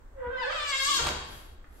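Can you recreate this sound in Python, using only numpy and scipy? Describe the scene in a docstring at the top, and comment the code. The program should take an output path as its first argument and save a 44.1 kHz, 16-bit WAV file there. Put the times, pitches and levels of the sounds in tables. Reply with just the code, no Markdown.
"""In an empty, echoing apartment a heavy door swings shut. Two dry hinges creak by stick-slip friction:
one holds a wavering note, the other starts high, sinks and grows harsh. The door shoves into its frame
with a rattling thud, the latch clicks and rings, and the leaf booms in its low modes.
Soft footfalls and faint brushes of clothing sound over a low rumble."""
import sys
import numpy as np
from scipy import signal
from scipy.fft import rfft, irfft, next_fast_len
from scipy.io import wavfile
from scipy.ndimage import uniform_filter1d, map_coordinates

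SR = 44100
rng = np.random.default_rng(int(sys.argv[2]) if len(sys.argv) > 2 else 0)


def store_pcm(level_fs):
    """Save levels as 16-bit WAV."""
    pcm = np.round(np.clip(level_fs, -1, 1) * 32767).astype(np.int16)
    wavfile.write(sys.argv[1], SR, np.atleast_2d(pcm).T)


N = 79380
TOP_HZ = 15700
LEFT_UP = np.array([[1], [-1]])  # adds decibels on the left, subtracts them on the right


def creak(slip_hz, level_db, tilt_db, body, rasp_db, start, end, squeals=()):
    """Stick-slip friction: periodic slips drive overtones through the door, each with a puff of noise."""
    jitter, alternation, shimmer_db, flutter_db = 0.0042, 0.027, 2.5, 1.5
    slip_hz = slip_hz * (1 + jitter * (wobble(260) + wobble(60)) / np.sqrt(2))
    phase = 2 * np.pi * np.cumsum(slip_hz) / SR
    orders = np.arange(2, 57)[:, None] / 2
    t, hz = clock()[::32], orders * slip_hz[::32]  # gains need only a coarse time grid
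    gains = amp(along(body, hz) + tilt_db[::32] * np.log2(np.minimum(hz, 7000) / 2000)) * (hz < TOP_HZ)
    gains *= np.where(orders % 1, alternation, 1)  # strong and weak slips alternate: half orders
    gains /= np.sqrt((gains ** 2).sum(0) / 2)
    squeal_db = sum(db * np.exp(-((t - s) / half) ** 2 - ((hz - centre) / width) ** 2)
                    for s, half, centre, width, db in squeals)
    # each upper overtone swells and fades on its own
    shimmer = unit(uniform_filter1d(rng.standard_normal(hz.shape), size=16, axis=1))
    gains *= amp(squeal_db + shimmer_db * shimmer * (1 - 1 / orders))
    tone = sum(np.interp(clock(), t, gain) * np.cos(k * phase) for k, gain in zip(orders, gains))
    grit = unit(filtered(noise(body), lambda f: f ** 4 / (f ** 4 + 1020 ** 4)))  # high-pass
    dull = unit(filtered(grit, lambda f: 1 / (1 + (f / 2500) ** 2)))
    harshness = 1 / (1 + amp(-4 * tilt_db))
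    rasp = unit((harshness * grit + (1 - harshness) * dull) * (1 + np.cos(phase)))
    moving = np.clip((clock() - start) / 0.0049, 0, 1) * np.clip((end - clock()) / 0.01, 0, 1)
    return moving * amp(level_db + flutter_db * wobble(44.45)) * (tone + amp(rasp_db) * rasp)


# Each row: time in seconds, slips per second.
SINKING_SLIPS = [(.37, 1035), (.412, 980), (.44, 850), (.472, 878), (.502, 785), (.522, 755), (.53, 675),
                 (.602, 592), (.625, 593), (.66, 574), (.705, 568), (.722, 540), (.755, 531), (.83, 550),
                 (.882, 572), (.895, 604), (.912, 558), (.937, 538), (.957, 547), (.977, 520), (.99, 460),
                 (1.03, 462)]
# Each row: time in seconds, relative level in dB, spectral tilt in dB per octave.
SINKING_DRIVE = [(.365, -41.5, -11), (0.419, -34, -10), (0.498, -37.5, -6), (0.548, -30.5, -3),
                 (.62, -34, -1), (0.702, -32.5, 3), (0.739, -29.5, -1), (0.783, -33, 6), (.84, -29.5, 8.5),
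                 (.9, -29, 5), (0.958, -26, 11.5), (1.002, -30, -5), (1.039, -52, 25)]
# Radiation through the door. Each row: frequency in Hz, gain in dB.
SINKING_RESPONSE = [(300, -19), (550, -6), (850, -16.5), (1120, 1.5), (1600, 3), (1760, -2), (2200, -7.5),
                    (2700, -1), (3250, 1.5), (4300, -7), (4950, -7.5), (5600, -14.5), (7000, -15),
                    (8200, -16.5), (9200, -33.5), (12000, -29.5), (15500, -51.5)]
# Each row: centre and half length in seconds, centre and half width in Hz, boost in dB.
SQUEAL_RESONANCES = [(0.417, 0.086, 4700, 710, 8), (0.626, 0.16, 2200, 252, 8.5),
                     (0.738, 0.023, 2278, 200, 17.5), (0.911, 0.11, 1118, 180, 13.5),
                     (0.983, 0.031, 1660, 151, 9)]


def sinking_hinge():
    """Pitch follows slip rate: the creak sinks, and resonances catch for a moment and squeal."""
    sound = creak(*curves(SINKING_SLIPS), *curves(SINKING_DRIVE), SINKING_RESPONSE, rasp_db=-15,
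                  start=SINKING_DRIVE[0][0], end=SINKING_DRIVE[-1][0], squeals=SQUEAL_RESONANCES)
    return room(sound, direct_db=-8, wall_db=-5.5, tail_db=-3)


# Each row: time in seconds, slips per second, relative level in dB, spectral tilt in dB per octave.
STEADY_SLIPS = [(0.136, 566, -64, -17.5), (.18, 528, -39.5, -15.5), (0.234, 486, -34.5, -6.5),
                (.265, 481, -31, -3), (0.296, 512, -38, -4.5), (0.318, 532, -37, 0), (0.386, 500, -34.5, 4),
                (0.422, 500, -38, 5.5), (0.466, 525, -30, -3), (.51, 650, -40, 9), (.55, 545, -65, -10)]
# Radiation through the door. Each row: frequency in Hz, gain in dB.
STEADY_RESPONSE = [(300, -12.5), (500, -2.5), (1000, -11), (1550, -5.5), (2100, -18.5), (2600, -27),
                   (3200, -25), (4500, -43.5), (8000, -62.5), (16000, -84.5)]


def steady_hinge():
    """Stick-slip at a nearly even rate holds a wavering note, panned a little to the right."""
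    sound = creak(*curves(STEADY_SLIPS), STEADY_RESPONSE, rasp_db=-16,
                  start=STEADY_SLIPS[0][0], end=STEADY_SLIPS[-1][0])
    return amp(-1.5 * LEFT_UP) * room(sound, direct_db=-8.5, wall_db=-3.5, tail_db=-2)


# Each row: start in seconds, relative level in dB, 60 dB decay time in seconds.
FRAME_BLOWS = [(.978, -40.5, 0.25), (1.004, -31.5, 0.13), (1.034, -28.5, 0.097), (1.063, -22, 0.054),
               (1.082, -25, 0.049), (1.098, -30, 0.056)]
# The drag has a centre and a half length in seconds, then a relative level in dB.
SILL_DRAG = (.95, 0.078, -50)
# Spectra of blows and drag. Each row: frequency in Hz, relative level in dB.
BLOW_SPECTRUM = [(40, -45), (120, 4), (200, -3), (350, 5), (520, 1.5), (750, 2.5), (1050, 2.5),
                 (1500, -1.5), (2200, -5.5), (3300, -10.5), (4800, -3), (6000, -62), (8200, -36),
                 (9300, -19.5), (15500, -31)]
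DRAG_SPECTRUM = [(60, -8), (130, 1), (200, -1), (330, 2.5), (600, -12), (2000, -45), (15000, -73)]


def thud():
    """Sliding friction, then impact: the door drags over the sill and hits seal, latch and frame."""
    centre, half, drag_db = SILL_DRAG
    drag = amp(drag_db) * noise(DRAG_SPECTRUM) * swell(centre, half)
    impacts = sum(amp(db) * strike(s, t60, rise=0.0032) for s, db, t60 in FRAME_BLOWS)
    return room(drag + noise(BLOW_SPECTRUM) * impacts, direct_db=-4.5, wall_db=-4.5, tail_db=0)


# Each row: start in seconds, relative level in dB.
LATCH_CLICKS = [(1.049, -29.5), (1.0694, -18.5), (1.083, -26.5), (1.089, -23.5)]
# Each row: frequency in Hz, relative level in dB.
CLICK_SPECTRUM = [(200, 0), (1100, 2), (2300, -3), (4000, -3), (5500, -9.5), (7800, -8), (9500, -23),
                  (15500, -27.5)]
# Each row: frequency in Hz, relative level in dB, 60 dB decay time in seconds.
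STEEL_MODES = [(1087, -45.5, 0.73), (3240, -50.5, 0.71)]


def latch():
    """Brief contacts give broadband clicks; a moment later the steel rings in two damped modes."""
    contacts = sum(amp(db) * strike(s, t60=0.01, rise=0.0002) for s, db in LATCH_CLICKS)
    sound = room(noise(CLICK_SPECTRUM) * contacts, direct_db=2, wall_db=-6, tail_db=-6.5)
    for hz, db, t60 in STEEL_MODES:
        phase = 2 * np.pi * hz * clock() + 1.3 * np.array([wobble(60), wobble(60)])
        sound += amp(db) * strike(start=1.2, t60=t60, rise=0.002) * np.sin(phase)
    return sound


# Each row: frequency in Hz, level in dB, 60 dB decay time in seconds.
PLATE_MODES = [(34.5, -36, 0.66), (65.96, -36.5, 1.6), (84.2, -39.5, 0.76), (136.7, -42, 1.03)]


def leaf_boom(start=1.005):
    """Free vibration of a plate: the door leaf rings in its low modes after it lands."""
    age = clock() - start
    return sum(amp(db) * strike(start, t60, rise=0.011)
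               * np.sin(2 * np.pi * hz * age + 0.49 * wobble(4.7)) for hz, db, t60 in PLATE_MODES)


# Each row: start in seconds, level of the thump in dB.
FOOTFALLS = [(0.264, -33.5), (1.301, -39.5), (1.512, -39.5), (1.7, -47)]
# Each row: frequency in Hz, relative level in dB.
SOLE_SPECTRUM = [(60, -17), (280, 7.5), (600, -56), (3000, -35), (15000, -62.5)]
TICK_SPECTRUM = [(300, -13.5), (1600, 9), (2600, -5), (5000, -16), (15000, -38)]


def footsteps(thump_hz=66.3):
    """Soft impacts excite low frequencies: each step is a damped thump and dull noise. One tick joins."""
    thumps = sum(amp(db) * strike(s, t60=0.23, rise=0.004) * np.sin(2 * np.pi * thump_hz * (clock() - s))
                 for s, db in FOOTFALLS)
    contacts = sum(amp(db - 4) * strike(s, t60=0.1, rise=0.005) for s, db in FOOTFALLS)
    soles = noise(SOLE_SPECTRUM) * contacts
    tick = amp(-33.5) * noise(TICK_SPECTRUM) * strike(start=1.642, t60=0.017, rise=0.0011)
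    return thumps + room(soles + tick, direct_db=-14, wall_db=-17, tail_db=-10.5)


# Each row: centre in seconds, level in dB, half length in seconds.
CLOTH_BRUSHES = [(1.348, -50, 0.077), (1.471, -60.5, 0.081), (1.79, -60.5, 0.086)]
# Each row: frequency in Hz, relative level in dB.
CLOTH_SPECTRUM = [(500, 14), (3500, 2), (5500, -1), (8000, 0.5), (9500, -3.5), (11400, 10), (13000, -7),
                  (15500, -5)]


def clothing():
    """Sliding friction of fabric makes faint swells of noise."""
    brushes = sum(amp(db) * swell(s, half) for s, db, half in CLOTH_BRUSHES)
    return brushes * amp(wobble(48)) * np.array([noise(CLOTH_SPECTRUM), noise(CLOTH_SPECTRUM)])


# Each row: frequency in Hz, relative level in dB.
RUMBLE_SPECTRUM = [(15, -6.5), (32, 2.5), (48, -10), (65, -5.5), (110, -20), (190, -27), (300, -22),
                   (600, -27), (1600, -30.5), (2400, -43), (5500, -51), (8000, -45.5), (9500, -57),
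                   (15500, -52)]


def rumble():
    """Stationary background noise, strongest in the deep bass."""
    return amp(-50) * spread(np.array([noise(RUMBLE_SPECTRUM), noise(RUMBLE_SPECTRUM)]))


# Each row: frequency in Hz, reverberation time in seconds.
REVERB_TIMES = [(100, 0.47), (350, 0.74), (1000, 0.79), (3000, 0.9), (5000, 0.79), (8000, 0.69),
                (15000, 0.39)]


def room(x, direct_db, wall_db, tail_db):
    """Reverberation: direct sound, early reflections off near walls and an exponential tail."""
    hz, t, spectra = signal.stft(rng.standard_normal((2, N)), SR, nperseg=256)
    decay = amp(-60 * t / along(REVERB_TIMES, hz)[:, None])
    tail = signal.istft(spectra * decay, SR, nperseg=256)[1][:, :N]
    walls = rng.standard_normal((2, N)) * strike(0.00039, t60=0.077, rise=0.0011)
    response = spread(amp(tail_db) * unit(tail) + amp(wall_db) * unit(walls)) / np.sqrt(N)
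    return amp(direct_db) * x + signal.fftconvolve(x[None], response, axes=1)[:, :N]


# Each row: frequency in Hz, correlation between left and right.
COHERENCE = [(30, 0.95), (130, 0.72), (300, 0.92), (600, 0.035), (8000, -0.22)]


def spread(pair):
    """Spatial coherence: two independent signals become left and right, alike in the bass."""
    angle = lambda hz: np.arccos(np.clip(along(COHERENCE, hz), -1, 1)) / 2
    mid, side = filtered(pair, lambda hz: np.array([np.cos(angle(hz)), np.sin(angle(hz))]))
    return np.array([mid + side, mid - side])


def amp(db):
    """Decibels to gain."""
    return 10 ** (np.asarray(db) / 20)


def unit(x):
    """Scale to rms 1."""
    return x / np.sqrt(np.mean(x ** 2) + 1e-20)


def along(points, hz):
    """Interpolation on a logarithmic frequency axis."""
    knots, values = np.transpose(points)
    return np.interp(np.log(hz + 1), np.log(knots + 1), values)


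def clock():
    """Sample times in seconds."""
    return np.arange(N) / SR


def curves(rows):
    """One value per sample for each column after the time."""
    times, *columns = np.transpose(rows)
    return [np.interp(clock(), times, column) for column in columns]


def wobble(rate):
    """A smooth random curve, rate knots a second."""
    return map_coordinates(rng.standard_normal(4000), [clock() * rate], mode="wrap")


def filtered(x, response):
    """Filtering by multiplication of the spectrum."""
    size = next_fast_len(N + SR // 2)
    return irfft(rfft(x, size) * response(np.fft.rfftfreq(size, 1 / SR)), size)[..., :N]


def noise(spectrum):
    """Coloured noise of rms 1."""
    return unit(filtered(rng.standard_normal(N), lambda hz: amp(along(spectrum, hz))))


def strike(start, t60, rise):
    """Envelope with a quick rise and an exponential decay."""
    age = np.maximum(clock() - start, 0)
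    return (1 - np.exp(-age / rise)) * amp(-60 * age / t60)


def swell(centre, half):
    """Gaussian envelope."""
    return np.exp(-((clock() - centre) / half) ** 2)


# Each row: frequency in Hz, gain in dB added on the left and subtracted on the right.
DOOR_BALANCE = [(100, -1), (300, 0.5), (520, -1.5), (1100, 0), (2500, 1.5), (4500, 0.5), (7500, 5.5),
                (12000, 3)]


def scene():
    """Superposition of door, walker and rumble; the door's treble leans to the left."""
    door = steady_hinge() + sinking_hinge() + thud() + latch()
    door = filtered(door, lambda hz: amp(along(DOOR_BALANCE, hz) * LEFT_UP))
    return door + leaf_boom() + footsteps() + clothing() + rumble()


def record(dry):
    """Band limiting: an ideal low-pass keeps nothing above TOP_HZ."""
    return filtered(dry, lambda hz: hz < TOP_HZ)


dry = scene()
out = record(dry)
store_pcm(out)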